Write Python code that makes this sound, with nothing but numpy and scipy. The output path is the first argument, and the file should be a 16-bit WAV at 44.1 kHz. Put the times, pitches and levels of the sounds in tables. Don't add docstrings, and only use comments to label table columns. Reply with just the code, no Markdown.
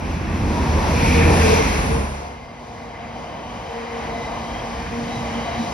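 import sys
import numpy as np
from scipy import signal
from scipy.fft import rfft, irfft, next_fast_len
from scipy.io import wavfile
from scipy.ndimage import uniform_filter1d

SR = 44100
rng = np.random.default_rng(int(sys.argv[2]) if len(sys.argv) > 2 else 0)


def decibels_to_gain(level_db):
    exponent = np.asarray(level_db, float) / 20
    return 10 ** exponent


def transcribe(signal):
    frames = np.atleast_2d(signal).T
    limited = np.clip(frames, -1, 1)
    pcm = np.round(limited * 32767).astype(np.int16)
    wavfile.write(sys.argv[1], SR, pcm)


N = 252693
T = np.arange(N) / SR
PADDED = next_fast_len(N)
HZ = np.fft.rfftfreq(PADDED, 1 / SR)

# start_s, roar_db, rumble_db, wheel_db, hiss_db
FAR_LEVELS = [(2.2, -43, -44, -52, -51), (2.45, -44.5, -45.5, -50, -59.5), (2.75, -39, -39.5, -47, -53),
              (3.0, -40, -38.5, -45, -55.5), (3.2, -36, -37, -45, -53), (3.5, -37.5, -34.5, -44.5, -51.5),
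              (3.8, -35, -41, -40.5, -50), (4.1, -33, -34, -39, -47.5), (4.4, -33.5, -31.5, -39.5, -46.5),
              (4.7, -32.5, -33.5, -39, -45), (4.95, -37, -31, -37.5, -46.5), (5.2, -31, -31, -38, -43.5),
              (5.5, -31, -32, -36, -46), (5.73, -32, -32, -38.5, -42)]
# start_s, roar_db, rumble_db, wheel_db, hiss_db
NEAR_LEVELS = [(0.0, -30, -27, -41, -50), (0.04, -33.5, -23, -39, -48), (0.27, -31.5, -23, -38.5, -46.5),
               (0.9, -24, -18, -32, -35.5), (0.93, -26, -19, -34.5, -34), (0.98, -22.5, -16, -29, -34),
               (1.07, -26.5, -15.5, -30, -31.5), (1.18, -23.5, -15, -28.5, -30),
               (1.23, -25.5, -16, -25.5, -35), (1.31, -18.5, -16, -32, -32.5),
               (1.45, -24.5, -19.5, -27, -32), (1.47, -18.5, -22, -33.5, -31),
               (1.55, -22.5, -18.5, -27.5, -31.5), (1.81, -27, -21, -32, -36.5),
               (1.95, -30, -20, -35.5, -41.5), (2.25, -36.5, -46, -47.5, -52), (2.37, -43, -45.5, -50, -60),
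               (2.45, -49, -45, -62, -69)]
BAND_EDGES_HZ = (330, 1250, 2750)
# pitch_hz, level_db (per Hz)
FAR_MID = [(20, -55), (48, -14.5), (120, -16), (228, -18), (410, -20.5), (490, -15), (800, -12.5),
           (1150, -17), (1300, -27), (2450, -25), (2750, -30), (5630, -28), (7300, -41)]
FAR_SIDE = [(30, -26), (175, -30), (400, -22), (700, -13), (1150, -17.5), (1350, -23.5), (2500, -30),
            (3600, -28.5), (4600, -31), (5300, -31), (5700, -25), (7400, -28.5), (8500, -33.5),
            (10400, -48)]
NEAR_MID = [(20, -32), (40, -4.5), (70, -4.5), (113, -10.5), (234, -11.5), (378, -17.5), (643, -20),
            (1000, -19), (1290, -26.5), (2680, -21), (2800, -25), (5800, -21), (7300, -37.5)]
NEAR_SIDE = [(30, -34), (71, -27), (200, -19), (450, -20), (921, -18.5), (1300, -20.5), (4730, -23.5),
             (5600, -20.5), (6850, -19), (10400, -32)]
# pitch_hz, level_db (per Hz)
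AIR_MID = [(8000, -6), (9000, -3), (10700, 0), (11500, -5), (12300, -8), (13000, -15), (13500, -26)]
AIR_SIDE = [(11900, -14), (12600, -9), (13500, -3), (15000, 0), (15900, -3)]
# pitch_hz, share_0_to_1
PORT_LEAD = [(60, 0), (250, 0.76), (600, .7), (1200, 0.74), (2000, 0.1), (3300, .5), (5000, 0)]
# pitch_hz, left_minus_right_db
PORT_LEAN = [(60, -1), (110, -1.5), (200, -2), (370, 0), (670, 1), (1230, 1.5), (2250, 0.5), (4110, 3.5),
             (7520, -1), (13800, 0.0)]
# start_s, hum_hz, first_partial_db, second_partial_db, third_partial_db
MOTOR_HUM = [(2.3, 237, -47, -54.5, -45), (2.65, 235.9, -46.5, -46, -63), (3.07, 234.1, -45, -49, -46),
             (3.47, 235.8, -47, -47.5, -48), (3.49, 234.6, -42, -68, -56), (3.58, 231.1, -47.5, -46, -40),
             (3.77, 232.3, -41.5, -35.5, -53), (4.18, 232.9, -35, -35.5, -41.5), (4.31, 230, -44, -47, -45),
             (4.38, 234, -30, -42, -53), (4.45, 229.7, -37, -48, -43), (4.74, 228.2, -37.5, -41.5, -42),
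             (4.85, 236.5, -39, -36, -46), (4.89, 234.4, -49, -58, -44.5), (4.93, 235.6, -31.5, -34, -42),
             (5.14, 233.1, -37, -42.5, -37), (5.42, 233.9, -31, -37, -55), (5.48, 229.5, -47, -42, -30),
             (5.61, 231.3, -23, -39, -52), (5.65, 233.3, -43, -45, -33), (5.73, 233.3, -34, -41, -33)]
FAR_MODES_HZ = [59, 720, 930, 2040, 2400, 3030, 3890, 4750]
# width_hz, level_db (against the roar), side_minus_mid_db
FAR_MODES = [(12, -8.5, -28), (90, -5, -14), (50.6, -9, -6), (45, -14.5, -6), (200, -22, -11),
             (250, -16.5, -1), (160, -25, -6), (350, -22, -14)]
# middle_s, length_s, pitch_hz, width_hz
RINGS = [(.64, .26, 955, 30), (1.08, .2, 910, 40), (1.0, .15, 490, 20), (1.26, .34, 465, 16),
         (1.53, .2, 438, 12), (1.56, .16, 468, 10), (1.96, .2, 455, 14), (1.55, .3, 900, 90),
         (1.17, .4, 2370, 300), (1.5, .2, 2400, 350), (1.68, .25, 2250, 300), (1.63, .08, 2120, 45),
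         (1.3, .35, 1780, 80), (1.45, .15, 1580, 30), (1.08, .2, 5600, 300), (1.42, .3, 5650, 140),
         (1.62, .15, 5900, 200), (2.35, .5, 2100, 60), (3.0, .45, 2090, 60), (4.49, .06, 3190, 30),
         (4.575, .07, 3200, 25), (4.22, .25, 3900, 110), (5.13, .15, 3880, 90), (5.55, .3, 3870, 110)]
# level_db, side_minus_mid_db
RING_LEVELS = [(-32, -14), (-39, 11), (-31, -6), (-24.5, -1), (-21.5, 0), (-26.5, 3), (-30.5, 0),
               (-37.5, 10), (-26.5, -17), (-28.5, -8), (-32.5, -23), (-31, -15), (-34.5, -5), (-36, -5),
               (-42, -5), (-46, -7), (-41, -5), (-52, -9), (-54, -6), (-50, -6), (-43, -8), (-51.5, -13),
               (-48, -6), (-48, -10)]
# start_s, pitch_hz, level_db
BLOWERS = [
    [(.8, 11000, -64), (1.05, 10900, -47), (1.25, 10600, -48), (1.35, 10300, -42.5), (1.5, 9800, -47.5),
     (1.7, 9600, -62)],
    [(1.45, 11000, -58), (1.7, 10800, -49), (1.87, 10500, -47), (2.0, 10000, -49), (2.1, 9700, -55),
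     (2.3, 9500, -75)],
]
# start_s, firing_hz, level_db
ENGINES = [
    [(0, 82, -30), (.4, 82, -29), (.65, 80, -27), (.82, 72, -25), (1.1, 69, -28), (1.4, 69, -40)],
    [(.9, 82, -30), (1.15, 82.5, -21), (1.3, 82, -17), (1.48, 81, -17), (1.6, 78, -24), (1.75, 71, -27),
     (1.95, 70, -24), (2.15, 69.5, -33), (2.45, 69, -46)],
]
# multiple_of_firing, level_db
ENGINE_ORDERS = [(.5, -16.5), (.75, -24), (1, 0), (2, -11), (2.501, -11.5), (3, -12)]
# channel (0 mid, 1 side), from_hz, to_hz, quiet_kept_share, loud_kept_share
HOLES = [(0, 6550, 6900, .85, .8), (0, 6900, 7300, .12, .25), (0, 7300, 8250, 0, 0),
         (0, 12500, 13600, .6, .5), (0, 8250, 8600, .7, .8), (0, 8600, 8950, .85, .95),
         (1, 9650, 10300, .15, .75), (1, 10300, 11900, 0, 0), (1, 11900, 12500, .08, .08),
         (1, 12500, 13100, .7, .8)]


def unit(x):
    return x / np.sqrt(np.mean(x ** 2))


def curves(table):
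    start_s, *columns = np.transpose(table)
    return [np.interp(T, start_s, column) for column in columns]


def fade(start_s, end_s):
    return np.clip((T - start_s) / (end_s - start_s), 0, 1)


def sounding(rows):
    return (T >= rows[0][0]) * (T < rows[-1][0])


def walk(rate_hz):
    hold = int(SR / rate_hz)
    held = np.repeat(rng.standard_normal(N // hold + 1), hold)
    return 1.28 * uniform_filter1d(uniform_filter1d(held, hold), hold)[:N]


def in_time(spectrum):
    return irfft(spectrum, PADDED)[..., :N]


def colour(table):
    hz, db = np.transpose(table)
    gain = decibels_to_gain(np.interp(np.log(HZ + 1), np.log(hz), db, left=-150, right=-150))
    return rfft(rng.standard_normal(PADDED)) * gain / np.sqrt(np.mean(gain ** 2))


def mode(hz, width_hz):
    pole = np.exp(-np.pi * np.clip(width_hz, 1, 2000) / SR)
    two_poles = np.convolve([1, -pole ** 1.5], [1, -pole ** 1.5])
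    slow = signal.lfilter([1], two_poles, rng.standard_normal((2, N)))
    carrier = np.exp(2j * np.pi * np.cumsum(hz * np.ones(N)) / SR)
    return (unit(slow[0]) + 1j * unit(slow[1])) * carrier


def placed(z, side_db):
    ahead_rad = 1.35
    return np.array([z.real, decibels_to_gain(side_db) * (z * np.exp(1j * ahead_rad)).real])


def rolling(levels, mid, side, side_db, air_db, flicker_db):
    roar_db, rumble_db, wheel_db, hiss_db = uniform_filter1d(curves(levels), SR // 14)
    centre, own = colour(mid), colour(side)
    lead = np.clip(np.interp(HZ, *np.transpose(PORT_LEAD)), 0, 1)
    early = 1j * centre / (np.abs(centre) + 1e-18) * np.abs(own)
    both = np.array([centre, lead * early + np.sqrt(1 - lead ** 2) * own])
    slopes = [1 / (1 + (HZ / edge) ** 8) for edge in BAND_EDGES_HZ]
    shares = np.diff(np.array([0 * HZ] + slopes + [1 + 0 * HZ]), axis=0)
    bands = [in_time(both * share) for share in shares]
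    bands = [band / np.std(band[0]) * decibels_to_gain([0 * T, side_db]) for band in bands]
    air = in_time(np.array([colour(AIR_MID), colour(AIR_SIDE)]))
    bands[3] = bands[3] + decibels_to_gain(np.array(air_db))[:, None] * air
    out = 0
    for band, db in zip(bands, (rumble_db, roar_db, wheel_db, hiss_db)):
        out = out + band * decibels_to_gain(db + flicker_db * walk(12))
    return out


def far_motors():
    hz, *partials = curves(MOTOR_HUM)
    turn = 2 * np.pi * np.cumsum(uniform_filter1d(hz, SR // 2)) / SR
    out = 0
    for k, db, side_db in zip((1, 2, 3), partials, (-12, -5, -4)):
        steady = np.sqrt(2) * np.exp(1j * k * turn)
        beating = 0.65 * mode(k * hz, 9.5 * k)
        out = out + placed((steady + beating) * decibels_to_gain(db - 1.0), side_db)
    return out


def far_modes():
    roar_db = uniform_filter1d(curves(FAR_LEVELS)[0], SR // 2)
    out = 0
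    for hz, (width_hz, db, side_db) in zip(FAR_MODES_HZ, FAR_MODES):
        swell = decibels_to_gain(roar_db + db + 1.5 * walk(4.16))
        out = out + placed(mode(hz, width_hz) * swell, side_db)
    return out


def far_train():
    noise = rolling(FAR_LEVELS, FAR_MID, FAR_SIDE, -5 + 0 * T, air_db=(-14, -20), flicker_db=1.0)
    return (noise + far_motors() + far_modes()) * fade(1.65, 2.4)


def rings():
    out = 0
    for (middle_s, length_s, hz, width_hz), (db, side_db) in zip(RINGS, RING_LEVELS):
        near = np.exp(-(2 * (T - middle_s) / length_s) ** 4)
        pure = np.exp(2j * np.pi * hz * T) * (width_hz < 50)
        song = (mode(hz, width_hz) + pure) * near
        level = np.sqrt(2 * np.sum(near ** 2) / np.sum(np.abs(song) ** 2)) * decibels_to_gain(db)
        out = out + placed(song * level, side_db)
    return out


def blowers():
    out = 0
    for rows in BLOWERS:
        hz, db = curves(rows)
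        whistle, rush = mode(hz, 300), mode(hz - 500, 1800)
        out = out + (whistle + rush) * decibels_to_gain(db) * sounding(rows)
    return placed(out, -40)


def engines():
    out = 0
    for rows in ENGINES:
        hz, db = curves(rows)
        turn = 2 * np.pi * np.cumsum(hz * (1 + 0.0037 * walk(6.16))) / SR
        drone = 0
        for order, order_db in ENGINE_ORDERS:
            waver_db = 1.5 * (order != 1) * walk(7)
            drone = drone + decibels_to_gain(order_db + waver_db) * np.exp(1j * (order * turn + 7 * rng.random()))
        out = out + np.sqrt(2) * drone * decibels_to_gain(db) * sounding(rows)
    return placed(out, -20)


def near_rolling():
    side_db = -6 + 4 * fade(0.66, 2.15)
    noise = rolling(NEAR_LEVELS, NEAR_MID, NEAR_SIDE, side_db, air_db=(-11, -17), flicker_db=0.78)
    return noise * (1 - fade(2.57, 2.87))


def scene():
    mid, side = decibels_to_gain(-1.0) * (far_train() + near_rolling()) + rings() + blowers() + engines()
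    lean_db = np.interp(HZ, *np.transpose(PORT_LEAN))
    lean = np.tanh(np.log(decibels_to_gain(lean_db)) / 2) * (HZ < 7600)
    side = side + in_time(lean * rfft(mid, PADDED))
    return np.array([mid + side, mid - side])


def drop_bands(x):
    frame = 2048
    pair = np.array([x[0] + x[1], x[0] - x[1]]) / 2
    spectra = rfft(pair, PADDED)
    loud = uniform_filter1d(x[0] ** 2, SR // 2)[::frame] > decibels_to_gain(-44)
    for k, lo_hz, hi_hz, quiet_share, loud_share in HOLES:
        shut = rng.random(len(loud)) >= np.where(loud, loud_share, quiet_share)
        gate = uniform_filter1d(np.repeat(1. * shut, frame), 600)[:N]
        pair[k] -= gate * in_time(spectra[k] * (HZ >= lo_hz) * (HZ < hi_hz))
    return np.array([pair[0] + pair[1], pair[0] - pair[1]])


def low_pass(x):
    return signal.sosfilt(signal.butter(12, 15800, fs=SR, output="sos"), x)


def record(dry):
    thinned = signal.sosfilt(signal.butter(2, 38, "highpass", fs=SR, output="sos"), dry)
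    rounded = np.tanh(thinned / 1.1) * 1.1
    mix = drop_bands(rounded)
    return low_pass(mix)


dry = scene()
out = record(dry)
transcribe(out)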